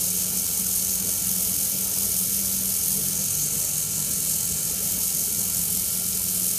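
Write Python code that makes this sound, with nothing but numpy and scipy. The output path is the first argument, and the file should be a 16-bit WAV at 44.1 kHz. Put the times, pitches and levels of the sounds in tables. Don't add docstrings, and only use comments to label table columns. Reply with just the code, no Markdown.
import sys
import numpy as np
from scipy import signal
from scipy.fft import rfft, irfft, next_fast_len
from scipy.io import wavfile
from scipy.ndimage import uniform_filter1d, map_coordinates

SR = 44100
rng = np.random.default_rng(int(sys.argv[2]) if len(sys.argv) > 2 else 0)


def put_to_file(sound):
    columns = np.atleast_2d(sound).T
    safe = np.clip(columns, -1, 1)
    whole_steps = np.round(safe * 32767)
    wavfile.write(sys.argv[1], SR, whole_steps.astype(np.int16))


def invert_db(level):
    return 10 ** (np.asarray(level, dtype=float) / 20)


N = 290178
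TIME = np.arange(N) / SR
MOTOR_HZ = 226.28

BEATS = [(.0062, -.04), (.02465, -.12), (.19736, .26), (.39475, .33), (.78945, -.13), (1.5789, -.38),
         (.37498, .25), (.5723, -.41), (2.0, -.17)]


def unit(x):
    return x / np.sqrt(np.mean(x ** 2, -1, keepdims=True) + 1e-20)


def along(points, hz):
    f, v = np.transpose(points)
    return np.interp(np.log(hz + 1), np.log(f + 1), v)


def peaks(modes, hz):
    return sum(db / (1 + (2 * (hz - c) / w) ** 2) for c, w, db in modes)


def wobble(rate_hz):
    knots = rng.standard_normal(int(N * rate_hz / SR) + 4)
    return map_coordinates(knots, [TIME * rate_hz])


def filtered(x, response):
    m = next_fast_len(N + 8192)
    return irfft(rfft(x, m) * response(np.fft.rfftfreq(m, 1 / SR)), m)[..., :N]


def shaft():
    # rate in Hz, peak speed swing in Hz, start phase in turns.
    speed_sways = [(1.395, 3.316, .495), (5.577, 2.285, .26), (4.178, .574, .383), (.243, .276, .559)]
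    slowing_hz_per_s = -.013
    speed_hz = MOTOR_HZ + slowing_hz_per_s * TIME
    speed_hz = speed_hz + sum(swing * np.cos(2 * np.pi * (f * TIME + p)) for f, swing, p in speed_sways)
    return np.cumsum(speed_hz) / SR


def hand_position():
    # shift time in s, share of the hand's colour (0-1), lift of the main case ring in dB.
    rests = [(0, 0.2, 1.5), (.8, .3, 4), (1.25, .03, 0.5), (3.13, .4, 6.5), (3.45, 0.83, 3.5),
             (4.0, 0.73, 1.5), (4.72, .28, 1), (5.3, 0.43, 2), (5.56, 0.24, -6)]
    shift_s = 0.084
    start_s, *columns = np.transpose(rests)
    glide = (1 + np.tanh((TIME - start_s[1:, None]) / shift_s * 2)) / 2
    near, lift_db = [c[0] + np.diff(c) @ glide for c in columns]
    return np.clip(near, 0, 1), lift_db


def teeth(swell_db, depth, own_db):
    chatter_db = own_db * wobble(400) + 0.62 * wobble(30)
    return unit(invert_db(depth * swell_db + chatter_db) * rng.standard_normal(N))


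def ticks(turns):
    knock_db, spread_db = -31.5, 4
    lead_turns = 0.037
    rate, phase = BEATS[2]
    start = np.flatnonzero(np.diff(np.floor(rate * turns + phase + lead_turns)))
    blows = np.zeros(N)
    blows[start] = invert_db(knock_db + spread_db * rng.standard_normal(N // 500)[:len(start)])
    t = np.arange(400) / SR
    burst = invert_db(-60 * t / 0.02) * (1 - np.exp(-t / 0.00092))
    return signal.fftconvolve(blows, burst)[:N] * rng.standard_normal(N)


def band_gains(hz):
    above = [1 / (1 + (edge_hz / (hz + 1)) ** 8) for edge_hz in (3600, 7300, 10800)]
    above = np.array([hz ** 0] + above + [0 * hz])
    return np.sqrt(np.abs(np.diff(above, axis=0)))


def rattle(turns):
    # frequency in Hz, relative density in dB per Hz.
    case_free = [(1410, -45), (2400, -21.5), (3070, -16), (3370, -15.5), (3810, -14.5), (5400, -5.5),
                 (5970, -6), (6450, -2), (7080, -4), (7760, -3), (8720, -2), (9490, 3), (10700, -3.5),
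                 (12300, 0.5), (15200, -11.5)]
    case_hand = [(1410, -49), (2400, -20), (3070, -14.5), (3320, -18.5), (4490, -7.5), (4920, -11),
                 (5240, -8.5), (5790, -7), (6210, -5), (6550, -0.5), (8070, 1), (10400, -2), (11500, -5),
                 (12500, -2), (15200, -15.5)]
    # centre in Hz, width in Hz, gain in dB.
    narrow_rings = [(3075, 200, 5.5), (4130, 540, 1), (12370, 920, 2), (14760, 430, 7)]
    # centre in Hz, width in Hz, dB against the rattle before the hand's lift.
    ring_hz, ring_width_hz, ring_db = (6436, 850, -13)
    beat_swing_db = [0.52, 0.61, 1.07, 0.55, 0.78, 0.2, 1.06, 0.1, 0.49]
    rattle_db, shade_db = -24.5, 1.3

    near, lift_db = hand_position()
    level_db = rattle_db - shade_db * near + 0.16 * wobble(2.5)
    swell_db = sum(db * np.cos(2 * np.pi * (k * turns + p)) for (k, p), db in zip(BEATS, beat_swing_db))
    swell_db = swell_db + 0.72 * wobble(250) + 0.17 * wobble(40)

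    drive = np.array([teeth(swell_db, depth, own_db=-0.35) for depth in (.45, .8, 1.05, 1.4)])
    drive = drive + ticks(turns) / invert_db(level_db)

    def through(case):
        bands = filtered(drive, lambda hz: invert_db(along(case, hz) + peaks(narrow_rings, hz)) * band_gains(hz))
        return unit(bands.sum(0))

    colour = (1 - near) * through(case_free) + near * through(case_hand)
    ring_drive = teeth(swell_db, .9, own_db=0.8)
    ring = unit(filtered(ring_drive, lambda hz: 1 / (1 + (2 * (hz - ring_hz) / ring_width_hz) ** 2)))
    return invert_db(level_db) * (colour + invert_db(ring_db + lift_db) * ring)


def whine(turns):
    orders = [2, 6, 10]
    order_db = [-58, -58, -57.5]
    excess_hz = np.gradient(turns) * SR - MOTOR_HZ
    mix = 0
    for order, db in zip(orders, order_db):
        level = np.sqrt(2) * invert_db(db + 0.22 * excess_hz + 0.6 * wobble(9))
        mix = mix + level * np.sin(2 * np.pi * (order * turns + 0.025 * wobble(40)))
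    return mix


def uneven_noise(depth_db):
    z = signal.stft(rng.standard_normal(N + 1024), nperseg=1024)[2]
    field = uniform_filter1d(rng.standard_normal(z.shape), size=3, axis=0)
    field = uniform_filter1d(field, size=3, axis=1)
    return unit(signal.istft(z * invert_db(depth_db * field / field.std()), nperseg=1024)[1][:N])


def rumble():
    # frequency in Hz, relative density in dB per Hz.
    room_spectrum = [(13, -48), (25, -24), (45, -15), (90, -11), (180, -5.5), (230, -11.5), (330, -17),
                     (500, -17), (860, -23), (1080, -26.5), (1500, -26.5), (2100, -26.5), (2800, -22),
                     (5000, -60)]
    # centre in Hz, width in Hz, gain in dB.
    room_modes = [(50.3, 5.3, 7.5), (68.5, 16, 10), (125, 6.4, 0), (193.6, 32, 5.5), (285, 8.9, 4),
                  (419, 27, 6.5), (608, 43, 3.5), (869, 38, 4), (1270, 180, 4), (1680, 120, 3)]
    rumble_db = -46.5

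    def shape(hz):
        deep = 1 / (1 + (hz / 90) ** 6)
        return invert_db(along(room_spectrum, hz) + peaks(room_modes, hz)) * np.sqrt([deep, 1 - deep])

    low, rest = filtered(np.array([uneven_noise(depth_db=0.7), uneven_noise(depth_db=2.5)]), shape)
    scale = np.std(filtered(rest, lambda hz: (hz > 220) & (hz < 1200)))
    low_sway = invert_db(1.5 * wobble(2.14) + 0.88 * wobble(4.9))
    rest_sway = invert_db(0.64 * wobble(5.02))
    return invert_db(rumble_db) * (low_sway * low + rest_sway * rest) / scale


def mains_hum():
    hum_hz, hum_db = (100, -50)
    return np.sqrt(2) * invert_db(hum_db) * np.sin(2 * np.pi * hum_hz * TIME)


def drone(start_s, end_s, from_hz, to_hz, db, waver_db, blur_turns):
    fade_s = 0.27
    hz = np.interp(TIME, [start_s, end_s], [from_hz, to_hz])
    edge = np.interp(TIME, [start_s - fade_s, start_s, end_s, end_s + fade_s], [0, 1, 1, 0])
    level = np.sqrt(2) * edge * invert_db(db + waver_db * wobble(8))
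    return level * np.sin(2 * np.pi * (np.cumsum(hz) / SR + blur_turns * wobble(9)))


def room():
    # start in s, end in s, start in Hz, end in Hz, level in dB rms before waver.
    drone_spans = [(0, 3.15, 182, 195, -42.5), (4, 5.0, 192, 188, -47), (3, 4.7, 146, 156, -44),
                   (5.5, 5.7, 178, 172, -41.5), (6, 6.58, 182, 182, -42.5)]
    drones = sum(drone(*row, waver_db=1.5, blur_turns=0.11) for row in drone_spans)
    return rumble() + mains_hum() + drones


def scene():
    turns = shaft()
    mono = rattle(turns) + whine(turns) + room()
    return np.array([mono, mono])


def top_cut(x):
    return signal.sosfilt(signal.butter(12, 15930, fs=SR, output="sos"), x)


def record(dry):
    mix = filtered(dry, lambda hz: hz < 15310)
    return top_cut(mix)


dry = scene()
out = record(dry)
put_to_file(out)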